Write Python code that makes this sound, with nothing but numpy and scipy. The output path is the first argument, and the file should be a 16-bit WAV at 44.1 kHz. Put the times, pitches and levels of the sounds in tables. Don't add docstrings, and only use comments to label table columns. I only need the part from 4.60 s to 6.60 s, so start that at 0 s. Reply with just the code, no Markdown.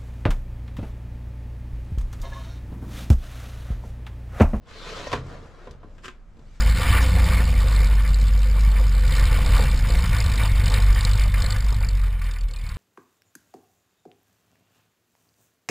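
import sys
import numpy as np
from scipy import signal
from scipy.fft import rfft, irfft
from scipy.io import wavfile
from scipy.ndimage import uniform_filter1d

SR = 44100
rng = np.random.default_rng(int(sys.argv[2]) if len(sys.argv) > 2 else 0)


def to_wav(sig):
    pcm = np.clip(np.atleast_2d(sig), -1, 1) * 32767
    pcm = np.round(pcm).astype(np.int16)
    wavfile.write(sys.argv[1], SR, pcm.T)


N = 88200
TIME_S = np.arange(N) / SR

# frequency in Hz, T60 in seconds.
GALLEY_T60 = [(100, 0.49), (500, .18), (1500, 0.2), (4000, 0.17)]
# frequency in Hz, side gain in dB.
SIDE_EQ = [(30, -2.5), (100, -20), (300, -12.5), (1000, -9), (2500, -6), (8000, -9.5), (12000, -4)]
# frequency in Hz, left minus right in dB.
BALANCE = [(200, 0.27), (1000, 0.66), (4000, 2)]

# frequency in Hz, gain in dB.
CABIN_EQ = [(15, -8.5), (30, -9.5), (50, -4), (80, -25), (180, -19.5), (400, -35.5), (800, -36),
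            (1200, -34.5), (3000, -51.5), (7000, -79), (12500, -66.5)]
# time in seconds, level in dB.
CABINET_ENV = [(.05, -54.5), (.2, -49.5), (.31, -51), (.45, -45.5), (.6, -45), (.85, -48.5), (.95, -58.5),
               (1.0, -69), (1.14, -44.5), (1.2, -71), (1.25, -50), (1.5, -53.5), (1.6, -76), (1.72, -55.5),
               (1.8, -52), (2, -58.5)]
# frequency in Hz, gain in dB.
CABINET_EQ = [(25, -6), (50, 0), (88, 4), (130, -3.5), (200, -4.5), (350, -14), (600, -14), (1200, -28),
              (4000, -83)]

# time in seconds, level in dB.
TOWEL_ENV = [(.62, -70), (.67, -56), (.76, -67), (.86, -64), (1.2, -82), (1.31, -69), (1.42, -68.5),
             (1.438, -53), (1.462, -43), (1.475, -54), (1.53, -69), (1.59, -77), (1.72, -73), (1.84, -67.5),
             (1.95, -62.5), (2, -66)]
# frequency in Hz, gain in dB.
TOWEL_EQ = [(150, -4), (400, 4), (800, -17.5), (1400, 5.5), (2800, 1), (4500, -2.5), (7500, -4.5),
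            (9000, -14), (12500, -23)]
# time in seconds, level in dB.
SEAL_ENV = [(.58, -45.5), (.66, -50), (.73, -42), (.82, -49), (.93, -52.5), (1.06, -47.5), (1.12, -55.5),
            (1.19, -60.5), (1.28, -60.5), (1.4, -72.5), (1.55, -62.5), (1.65, -68)]
# frequency in Hz, gain in dB.
SEAL_EQ = [(60, -9), (200, -4.5), (480, 5.5), (800, -3), (1200, -2.5), (2200, -14), (4500, -18.5),
           (7500, -28.5), (9000, -35.5), (12500, -44.5)]

# time in seconds, level in dB.
SCRAPE_ENV = [(0, -75), (.05, -63), (.1, -48.5), (.22, -44), (.3, -38), (.37, -37), (.44, -39),
              (.51, -41.5), (.56, -41), (.62, -55)]
# frequency in Hz, gain in dB.
SCRAPE_EQ = [(60, -4), (130, 1), (200, -5.5), (310, 1.5), (380, -1), (470, 8), (590, 3), (800, -4),
             (1050, 2), (1900, -3.5), (4000, -7), (5200, -11), (7500, -17), (8500, -24.5), (12500, -35.5)]
# time in seconds, level in dB.
RASP_ENV = [(.03, -96), (.1, -66), (.18, -49.5), (.25, -52.5), (.4, -52.5), (.5, -56)]
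# frequency in Hz, gain in dB.
RASP_EQ = [(500, -22), (2500, -16), (3500, -3), (3950, 3), (4500, -0.5), (5300, -13), (12000, -33)]
# time in seconds, level in dB.
SPRING_ENV = [(.455, -59), (.476, -44.5), (.505, -72)]
# frequency in Hz, gain in dB.
SPRING_EQ = [(2000, -28), (4900, -6), (5800, 0), (8000, -33)]
# frequency in Hz, gain in dB, T60 in seconds.
ARM_MODES = [(2270, -3, 0.38), (3030, -5, .25), (3630, 7, .25), (3900, 2, .2)]

# frequency in Hz, gain in dB.
CLATTER_EQ = [(250, -1.5), (680, -6.5), (1800, 0)]
# start in seconds, gain in dB, rise in seconds.
LATCH_CLICKS = [(1.3816, -16, 0.00079), (1.4349, -12.5, 0.0015), (1.4440, -4, 0.001), (1.454, -1.5, 0.0024),
                (1.4808, 0, 0.00041), (1.4850, -10.5, 0.00065)]
# frequency in Hz, gain in dB.
LATCH_EQ = [(60, -26), (220, -6), (370, -9.5), (520, -9), (820, -14), (1200, 0), (1650, -5.5), (2200, -10),
            (2900, -10), (4500, -21.5), (7500, -24), (9000, -35.5), (13000, -44)]
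# frequency in Hz, gain in dB, T60 in seconds.
LATCH_MODES = [(366.6, 12, 0.177), (1043, 5.5, .14), (1250, 0, 0.075), (1570, 5, 0.14), (2690, -4, .13),
               (3005, 0.5, 0.2)]

# start in seconds, boom, body, clack and tick gains in dB,
# rise in seconds, knock pitch in Hz, knock level in dB.
DOOR_BLOWS = [(0.4687, -38, -10.5, -6, -17, .003, 573, -26.5), (.516, 8, -5.5, -2, -4, .002, 920, -49),
              (0.5286, -25, -5, 8, 1.5, .0007, 997, -27.5), (0.5346, 6.5, 9, 2.5, -4.5, .0005, 532, -19),
              (.572, -0.5, -16, -11, -31, .002, 417, -37), (1.07, -14.5, -8.5, -15.5, -23, .0035, 507, -34),
              (1.11, -13.5, -31, -32, -16, .0005, 97, -38.5),
              (1.23, -34, -20, -18, -38.5, 0.0017, 1124, -45),
              (1.237, -26, -11.5, -37, -33, .005, 322, -42.5),
              (1.769, -31, -23.5, -42, -31.5, .001, 200, -52),
              (1.791, -18.5, -20, -38, -29, .001, 245, -42)]
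# frequency in Hz, gain in dB.
BLOW_EQ = [(40, -13), (150, -4), (290, 0.5), (480, 8.5), (780, 0.5), (1000, 2.5), (1400, 1.5), (2300, -3),
           (3700, -4.5), (5500, -11), (7600, -17), (9000, -24.5), (13000, -33.5)]
# frequency in Hz, gain in dB, T60 in seconds.
PANEL_MODES = [(231.8, 6, 0.2), (286.5, -7, 0.41), (428.2, -0.5, 0.15), (480.6, -9.5, 0.24),
               (714.4, 10, 0.072), (924, 4.5, 0.08), (1023, 11, 0.12), (1120, -4.5, 0.2),
               (1460, -11.5, 0.16), (1577, 5, 0.093), (1880, 0, 0.12), (3700, -2, 0.084)]
# frequency in Hz, gain in dB, T60 in seconds.
BOX_MODES = [(53, 1, 0.13), (62.4, -21, 0.92), (78.44, -2, 0.86), (93, -9.5, 0.62), (127.9, -2, 0.61),
             (158.7, -19, 0.76)]


def amp(db):
    return 10 ** (np.asarray(db) / 20)


def unit(x):
    return x / np.sqrt(np.mean(x ** 2) + 1e-20)


def at_hz(table, hz):
    row_hz, value = np.transpose(table)
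    return np.interp(np.log(hz + 1), np.log(row_hz + 1), value)


def add(mix, start_s, sound):
    part = mix[:, max(round(start_s * SR), 0):][:, :sound.shape[1]]
    part += sound[:, :part.shape[1]]


def eq(x, curve, size=4096):
    log_gain = np.log(amp(at_hz(curve, abs(np.fft.fftfreq(size, 1 / SR)))))
    taps = np.fft.ifft(np.exp(np.conj(signal.hilbert(log_gain)))).real[:size // 2]
    taps = taps.reshape((1,) * (x.ndim - 1) + (-1,))
    return signal.fftconvolve(x, taps, axes=-1)[..., :x.shape[-1]]


def flat_noise(size):
    return unit(irfft(np.exp(2j * np.pi * rng.random((2, size // 2 + 1))), size))


def ring(modes, t):
    return sum((-1) ** k * amp(db) * np.exp(-np.log(1000) * t / t60_s) * np.sin(2 * np.pi * hz * t)
               for k, (hz, db, t60_s) in enumerate(modes))


def galley_tail(size=32768):
    hz, t, bands = signal.stft(flat_noise(size), SR, nperseg=256)
    decay = amp(-60 * t / at_hz(GALLEY_T60, hz)[:, None])
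    tail = signal.istft(bands * decay, SR, nperseg=256)[1][:, :size]
    return unit(tail) / np.sqrt(size)


def cabin(air_db=-52, hum_db=-47.5, hum_hz=30.8):
    knots = rng.standard_normal(16) + 1j * rng.standard_normal(16)
    waver = 0.4 * unit(signal.resample(knots, N).real)
    air = amp(air_db) * unit(eq(flat_noise(N), CABIN_EQ))
    phase = 2 * np.pi * (hum_hz * TIME_S + rng.random()) + waver[::-1]
    air[0] += amp(hum_db) * np.sqrt(2) * (1 + waver) * np.sin(phase)
    return air * np.minimum(TIME_S / .03, 1)


def cabinet():
    return unit(eq(flat_noise(N), CABINET_EQ)) * amp(np.interp(TIME_S, *np.transpose(CABINET_ENV)))


def friction(envelope, curve, slips_per_s=5000, spread_db=2.5, wet_db=2.5, dwell_s=.03, places=5):
    onsets = rng.random(N) < slips_per_s / SR
    strength = amp(spread_db * np.minimum(rng.exponential(1, N), 3.6))
    slips = onsets * strength * rng.standard_normal((2, N))
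    place = (TIME_S // dwell_s).astype(int) % places
    echoes = sum(signal.fftconvolve(slips * (place == k), galley_tail(8192), axes=1)[:, :N]
                 for k in range(places))
    level_db = np.interp(TIME_S, *np.transpose(envelope), left=-120, right=-120)
    return unit(eq(slips + amp(wet_db) * echoes, curve)) * amp(level_db)


def towel():
    return friction(TOWEL_ENV, TOWEL_EQ)


def seal():
    return friction(SEAL_ENV, SEAL_EQ)


def hinge(ring_db=-19):
    scrape = friction(SCRAPE_ENV, SCRAPE_EQ) + friction(RASP_ENV, RASP_EQ)
    ringing = signal.fftconvolve(scrape, ring(ARM_MODES, TIME_S)[None], axes=1)[:, :N]
    return scrape + amp(ring_db) * scrape.std() * unit(ringing) + friction(SPRING_ENV, SPRING_EQ)


def contact(rise_s, modes, ring_db, tail_db, clatter_db=4.5, decay_s=.0055, snap_db=-26, size=32768):
    t = np.arange(size) / SR
    burst = amp(clatter_db) * unit(flat_noise(size) * np.exp(-t / decay_s)) / np.sqrt(size)
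    spectrum = rfft(burst + amp(tail_db) * galley_tail())
    power = uniform_filter1d(abs(spectrum) ** 2, size=200, axis=1)
    clatter = irfft(spectrum * np.sqrt(power.mean() / (abs(power) + 1e-12)), size)
    ringing = amp(ring_db) * np.array([ring(modes, t), ring(modes[::-1], t) / 2])
    hit = (eq(clatter, CLATTER_EQ) + ringing) * np.minimum(t / rise_s, 1)
    hit[0, int(rise_s * SR)] += amp(snap_db)
    return hit * np.clip(2 - 2 * t / t[-1], 0, 1) ** 2


def latch():
    clicks = np.zeros((2, N))
    for start_s, db, rise_s in LATCH_CLICKS:
        add(clicks, start_s, amp(db) * contact(rise_s, LATCH_MODES, ring_db=-43, tail_db=-1.5))
    return eq(clicks, LATCH_EQ)


def oven_box(t, gain_db, rise_s=.024):
    return amp(gain_db - 33) * (1 - np.exp(-t / rise_s)) * ring(BOX_MODES, t)


def blow(boom_db, body_db, clack_db, tick_db, rise_s, knock_hz, knock_db):
    hit = contact(rise_s, PANEL_MODES, ring_db=-41, tail_db=-2)
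    hit = eq(eq(hit, BLOW_EQ), [(390, body_db), (1430, clack_db), (4950, tick_db)])
    t = np.arange(hit.shape[1]) / SR
    peak_s = .0019 + rise_s / 2
    swell = (t / peak_s) ** 2 * np.exp(2 - 2 * t / peak_s)
    knock = amp(knock_db) * swell * np.sin(2 * np.pi * knock_hz * t)
    hit[0] += knock + oven_box(t, boom_db)
    return hit


def door():
    blows = np.zeros((2, N))
    for start_s, *settings in DOOR_BLOWS:
        add(blows, start_s, blow(*settings))
    return blows


def scene():
    mid, side = door() + latch() + cabinet() + hinge() + seal() + towel() + cabin()
    side = eq(side, SIDE_EQ)
    left = eq(mid + side, [(hz, db / 2) for hz, db in BALANCE])
    right = eq(mid - side, [(hz, -db / 2) for hz, db in BALANCE])
    return np.array([left, right])


def record(dry):
    cutoff_hz = 13600
    taps = signal.firwin(101, cutoff_hz, window=("kaiser", 8), fs=SR)
    return signal.oaconvolve(dry, taps[None], "same")


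dry = scene()
out = record(dry)
to_wav(out)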